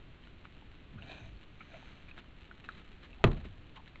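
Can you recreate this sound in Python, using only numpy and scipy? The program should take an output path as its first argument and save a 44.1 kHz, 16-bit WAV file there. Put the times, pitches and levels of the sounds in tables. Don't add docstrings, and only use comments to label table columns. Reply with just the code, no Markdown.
import sys
import numpy as np
from scipy import signal
from scipy.fft import rfft, irfft
from scipy.io import wavfile
from scipy.ndimage import uniform_filter1d

SR = 44100
rng = np.random.default_rng(int(sys.argv[2]) if len(sys.argv) > 2 else 0)


def transcribe(signal):
    frames = np.atleast_2d(signal).T
    limited = np.clip(frames, -1, 1)
    pcm = np.round(limited * 32767).astype(np.int16)
    wavfile.write(sys.argv[1], SR, pcm)


N = 176400
T = np.arange(N) / SR
BUILD_CYCLES = 0.5

# frequency in Hz, relative spectral density in dB.
LEAF_SPECTRUM = [(100, -0.5), (300, 8.5), (700, 1.5), (1500, 7), (2600, 6.5), (4000, 1), (7000, -4.5)]
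# start in seconds, peak of the contact pulse in dB, contact time in seconds.
CONTACTS = [(3.2401, -8.5, 0.00053), (3.2460, -12, 0.0038), (3.249, -30, 0.00097), (3.2520, -21, 0.0016),
            (3.273, -34.5, 0.0005), (3.2788, -26.5, 0.0036), (3.2851, -22, 0.0066), (3.315, -31.5, 0.00079),
            (3.359, -37, 0.0023), (3.452, -37, .002)]


def from_db(db):
    return 10 ** (np.asarray(db) / 20)


def unit_rms(x):
    return x / np.sqrt(np.mean(x ** 2) + 1e-20)


def at_hz(points, hz, column=1):
    table = np.array(points)
    return np.interp(np.log(hz + 1e-3), np.log(table[:, 0]), table[:, column])


def coloured(x, spectrum):
    gain = from_db(at_hz(spectrum, np.fft.rfftfreq(N, 1 / SR)))
    return unit_rms(irfft(rfft(x) * gain, N))


def drift(per_s):
    return np.interp(T * per_s, np.arange(400), rng.standard_normal(400))


def resonate(x, hz, width_hz):
    radius = np.exp(-np.pi * width_hz / SR)
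    feedforward = np.array([1, 0, -1]) * (1 - radius ** 2) / 2
    feedback = [1, -2 * radius * np.cos(2 * np.pi * hz / SR), radius ** 2]
    return signal.lfilter(feedforward, feedback, x)


def lowpass(x, hz, order):
    return signal.sosfilt(signal.butter(order, hz, fs=SR, output="sos"), x)


def decay(t60):
    return np.exp(-np.minimum(np.log(1000) * T / t60, 60))


def build_up(hz):
    return 1 - np.exp(-T * hz / BUILD_CYCLES)


def swell(middle, half_length, db):
    return from_db(db) * np.exp(-((T - middle) / half_length) ** 2 / np.sqrt(2))


def convolve(x, response):
    return signal.fftconvolve(x, response)[:N]


def add(out, start_s, sound):
    start = int(start_s * SR)
    out[start:] += sound[:N - start]


def grains(per_s=2500, spread_db=3, max_spreads=5):
    levels_db = spread_db * np.minimum(rng.exponential(1, N), max_spreads)
    sizes = from_db(levels_db) * rng.choice([-1, 1], N)
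    return sizes * (rng.random(N) < per_s / SR)


def air():
    # frequency in Hz, relative spectral density in dB.
    spectrum = [(15, 1), (30, -1), (55, -3), (110, -7.5), (180, -11.5), (290, -13.5), (480, -22),
                (900, -27), (1300, -26), (1900, -27), (2700, -26), (4000, -33.5), (5200, -33),
                (7000, -37.5)]
    level_db = -53.5 - 0.13 * drift(per_s=7.3)
    return from_db(level_db) * coloured(rng.standard_normal(N), spectrum)


def trunk_scatter(x):
    scatter = rng.standard_normal(N) * decay(t60=0.067)
    return x + from_db(-11.5) * convolve(x, scatter / np.linalg.norm(scatter))


def leaf_litter():
    # frequency in Hz, relative spectral density in dB.
    spectrum = [(300, -17), (1200, -2), (2800, 2.5), (4000, -5.5), (7000, -7.5)]
    ticks = grains(per_s=150, max_spreads=3)
    level_db = -68 - 4 * drift(per_s=14)
    return from_db(level_db) * coloured(ticks, spectrum)


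def leaf_rustles():
    # middle in seconds, half length in seconds, level in dB.
    stirs = [(0.263, 0.031, -62.5), (0.458, 0.014, -60), (0.677, 0.039, -85), (1.63, 0.027, -67),
             (1.846, 0.14, -59), (2.092, 0.01, -56.5), (2.188, 0.013, -52), (2.652, 0.0082, -52),
             (2.718, 0.04, -58.5), (2.791, 0.031, -58), (3.046, 0.021, -55), (3.272, 0.01, -49),
             (3.316, 0.003, -46.5), (3.332, 0.003, -48), (3.347, .002, -54), (3.375, 0.0081, -52.5),
             (3.407, .008, -53.5), (3.455, 0.011, -53), (3.766, 0.013, -54.5), (3.877, 0.0073, -57)]
    return sum(swell(*row) for row in stirs) * coloured(grains(), LEAF_SPECTRUM)


def twig_cracks():
    # start in seconds, level in dB, mode frequency in Hz, 60 dB decay time in seconds.
    breaks = [(0.237, -49.5, 3080, 0.025), (0.272, -53, 1440, 0.017), (.453, -40.5, 1340, 0.009),
              (.622, -47.5, 840, 0.018), (1.022, -39, 2750, .016), (1.371, -55, 4320, 0.018),
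              (1.607, -44.5, 2240, 0.02), (1.742, -41, 2300, 0.0048), (1.757, -49, 2300, 0.009),
              (1.827, -42, 900, 0.012), (2.112, -41.5, 2540, 0.023), (2.178, -42, 1400, 0.01),
              (2.512, -42.5, 1470, 0.015), (2.641, -48.5, 2650, 0.018), (2.6884, -32, 1620, 0.014),
              (2.6909, -35.5, 1330, 0.024), (2.72, -53, 3980, 0.019), (3.13, -47.5, 2620, 0.024),
              (3.876, -53.5, 3930, 0.028), (3.957, -40, 2160, 0.0096)]
    splinter_decay_s = 0.0017
    out = np.zeros(N)
    for start, db, hz, t60 in breaks:
        splinters = rng.standard_normal(N) * np.exp(-np.minimum(T / splinter_decay_s, 20))
        force = from_db(-17) * splinters / np.linalg.norm(splinters)
        force[0] = 1
        ring = convolve(force, np.sin(2 * np.pi * hz * T) * decay(t60))
        crack = lowpass(splinters, hz=2400, order=2)
        add(out, start, from_db(db) * (ring + crack))
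    return out


def resonant_swells(rows, relative_width):
    out = np.zeros(N)
    for middle, half_length, db, hz in rows:
        width = relative_width * hz
        tone = resonate(resonate(rng.standard_normal(N), hz, width), hz, width)
        local_power = uniform_filter1d(tone ** 2, int(2 * half_length * SR))
        evened = tone / np.sqrt(np.abs(local_power) + 1e-20)
        out += swell(middle, half_length, db) * evened
    return out


def creaks():
    # middle in seconds, half length in seconds, level in dB, frequency in Hz.
    scuffs = [(.987, 0.0084, -56.5, 1360), (1.612, 0.0054, -52, 1280), (1.614, 0.013, -58.5, 2440),
              (1.755, 0.02, -54.5, 635), (2.088, 0.006, -58, 2380), (3.212, 0.014, -58, 800),
              (3.766, 0.0092, -56.5, 3020), (3.777, .011, -53.5, 950), (3.798, 0.0061, -54, 890)]
    return resonant_swells(scuffs, relative_width=0.2)


def thuds():
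    # middle in seconds, half length in seconds, level in dB, frequency in Hz.
    weight_shifts = [(.957, 0.017, -48.5, 111), (1.0, 0.052, -49.5, 103), (1.14, 0.019, -50.5, 74),
                     (1.25, 0.044, -50, 91), (1.34, 0.049, -52.5, 48), (3.21, 0.015, -66, 90)]
    return resonant_swells(weight_shifts, relative_width=0.7)


def bark_rubbing():
    # middle in seconds, half length in seconds, level in dB.
    strokes = [(1.044, 0.038, -58), (1.118, 0.032, -49.5), (1.189, 0.035, -55.5), (1.265, 0.034, -62),
               (1.736, 0.038, -58)]
    # frequency in Hz, bandwidth in Hz, relative gain in dB.
    bark_resonances = [(323, 340, 4.5), (630, 157, 5.5), (1570, 470, 0), (2405, 166, 7.5), (3010, 72, -7),
                       (3600, 280, -9), (5830, 730, -11.5)]
    catches = grains()
    rasp = sum(from_db(db) * resonate(catches, hz, width) for hz, width, db in bark_resonances)
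    return sum(swell(*row) for row in strokes) * unit_rms(rasp)


def coat_swish():
    # middle in seconds, half length in seconds, level in dB.
    passes = [(1.185, 0.094, -63.5), (1.79, 0.17, -68)]
    hz, width_hz = 6180, 840
    swish = resonate(resonate(grains(), hz, width_hz), hz, width_hz)
    return sum(swell(*row) for row in passes) * unit_rms(swish)


def mount_shudder():
    # frequency in Hz, relative spectral density in dB, 60 dB decay time in seconds.
    spectrum = [(25, 12, 0.24), (72, -1.5, 0.96), (147, 0, 0.53), (350, 8, 0.11), (690, -20, 0.48),
                (1400, -5.5, 0.073), (2800, -32, 0.18), (4200, -44, .24), (6900, -34, 0.24)]
    snap_start = CONTACTS[0][0]
    out, shake, power = np.zeros(N), 0, 0
    edges_hz = np.geomspace(20, 8000, 14)
    for low, high in zip(edges_hz, edges_hz[1:]):
        hz = np.sqrt(low * high)
        bandpass = signal.butter(2, [low, high], "band", fs=SR, output="sos")
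        band = signal.sosfilt(bandpass, rng.standard_normal(N + SR))[SR:]
        gain = from_db(at_hz(spectrum, hz)) * np.sqrt(high - low)
        t60 = at_hz(spectrum, hz, column=2)
        shake += gain * unit_rms(band) * decay(t60) * build_up(hz)
        power += gain ** 2
    add(out, snap_start, from_db(-21) * shake / np.sqrt(power))
    return out


def housing_snap():
    # frequency in Hz, relative level in dB, 60 dB decay time in seconds.
    housing_modes = [(31.48, -19.5, 0.6), (57.8, -28, 0.85), (114, -11, .22), (142, -20, 0.27),
                     (195, -12, 0.18), (226.4, -18.5, 0.17), (333, -13.5, 0.11), (366, -11, 0.091),
                     (437, -26, 0.068), (605, -13.5, 0.039), (689, -18.5, 0.098), (938, -32.5, .12),
                     (1006, -24, 0.064), (1204, -11.5, 0.049), (1830, -18, 0.051), (2620, 4, .018),
                     (4100, -27, 0.016)]
    modes = np.array([(-1) ** k * from_db(db) * np.sin(2 * np.pi * hz * T) * decay(t60) * build_up(hz)
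                      for k, (hz, db, t60) in enumerate(housing_modes)])
    snap_contact_s = CONTACTS[0][2]
    out = np.zeros(N)
    for start, db, contact_s in CONTACTS:
        pulse = np.sin(np.pi * np.minimum(T / contact_s, 1)) ** 2
        mode_gains = from_db(rng.normal(0, 0.89, len(modes)))
        ring = convolve(pulse / pulse.sum(), mode_gains @ modes)
        crunch = coloured(rng.standard_normal(N), LEAF_SPECTRUM) * decay(t60=0.024)
        hardness = snap_contact_s / contact_s
        add(out, start, from_db(db) * (pulse + ring + from_db(-8) * hardness * crunch))
    return out


def scene():
    boar = twig_cracks() + leaf_rustles() + bark_rubbing() + coat_swish() + creaks() + thuds()
    return (trunk_scatter(boar + leaf_litter()) + housing_snap() + mount_shudder() + air())[None]


def record(dry):
    edge_hz, shelf_db, cutoff_hz = 4275, -14.5, 7700
    passband = lowpass(dry, edge_hz, order=14)
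    treble = signal.sosfilt(signal.butter(4, edge_hz * 1.39, "high", fs=SR, output="sos"), dry)
    return lowpass(passband + from_db(shelf_db) * treble, cutoff_hz, order=28)


dry = scene()
out = record(dry)
transcribe(out)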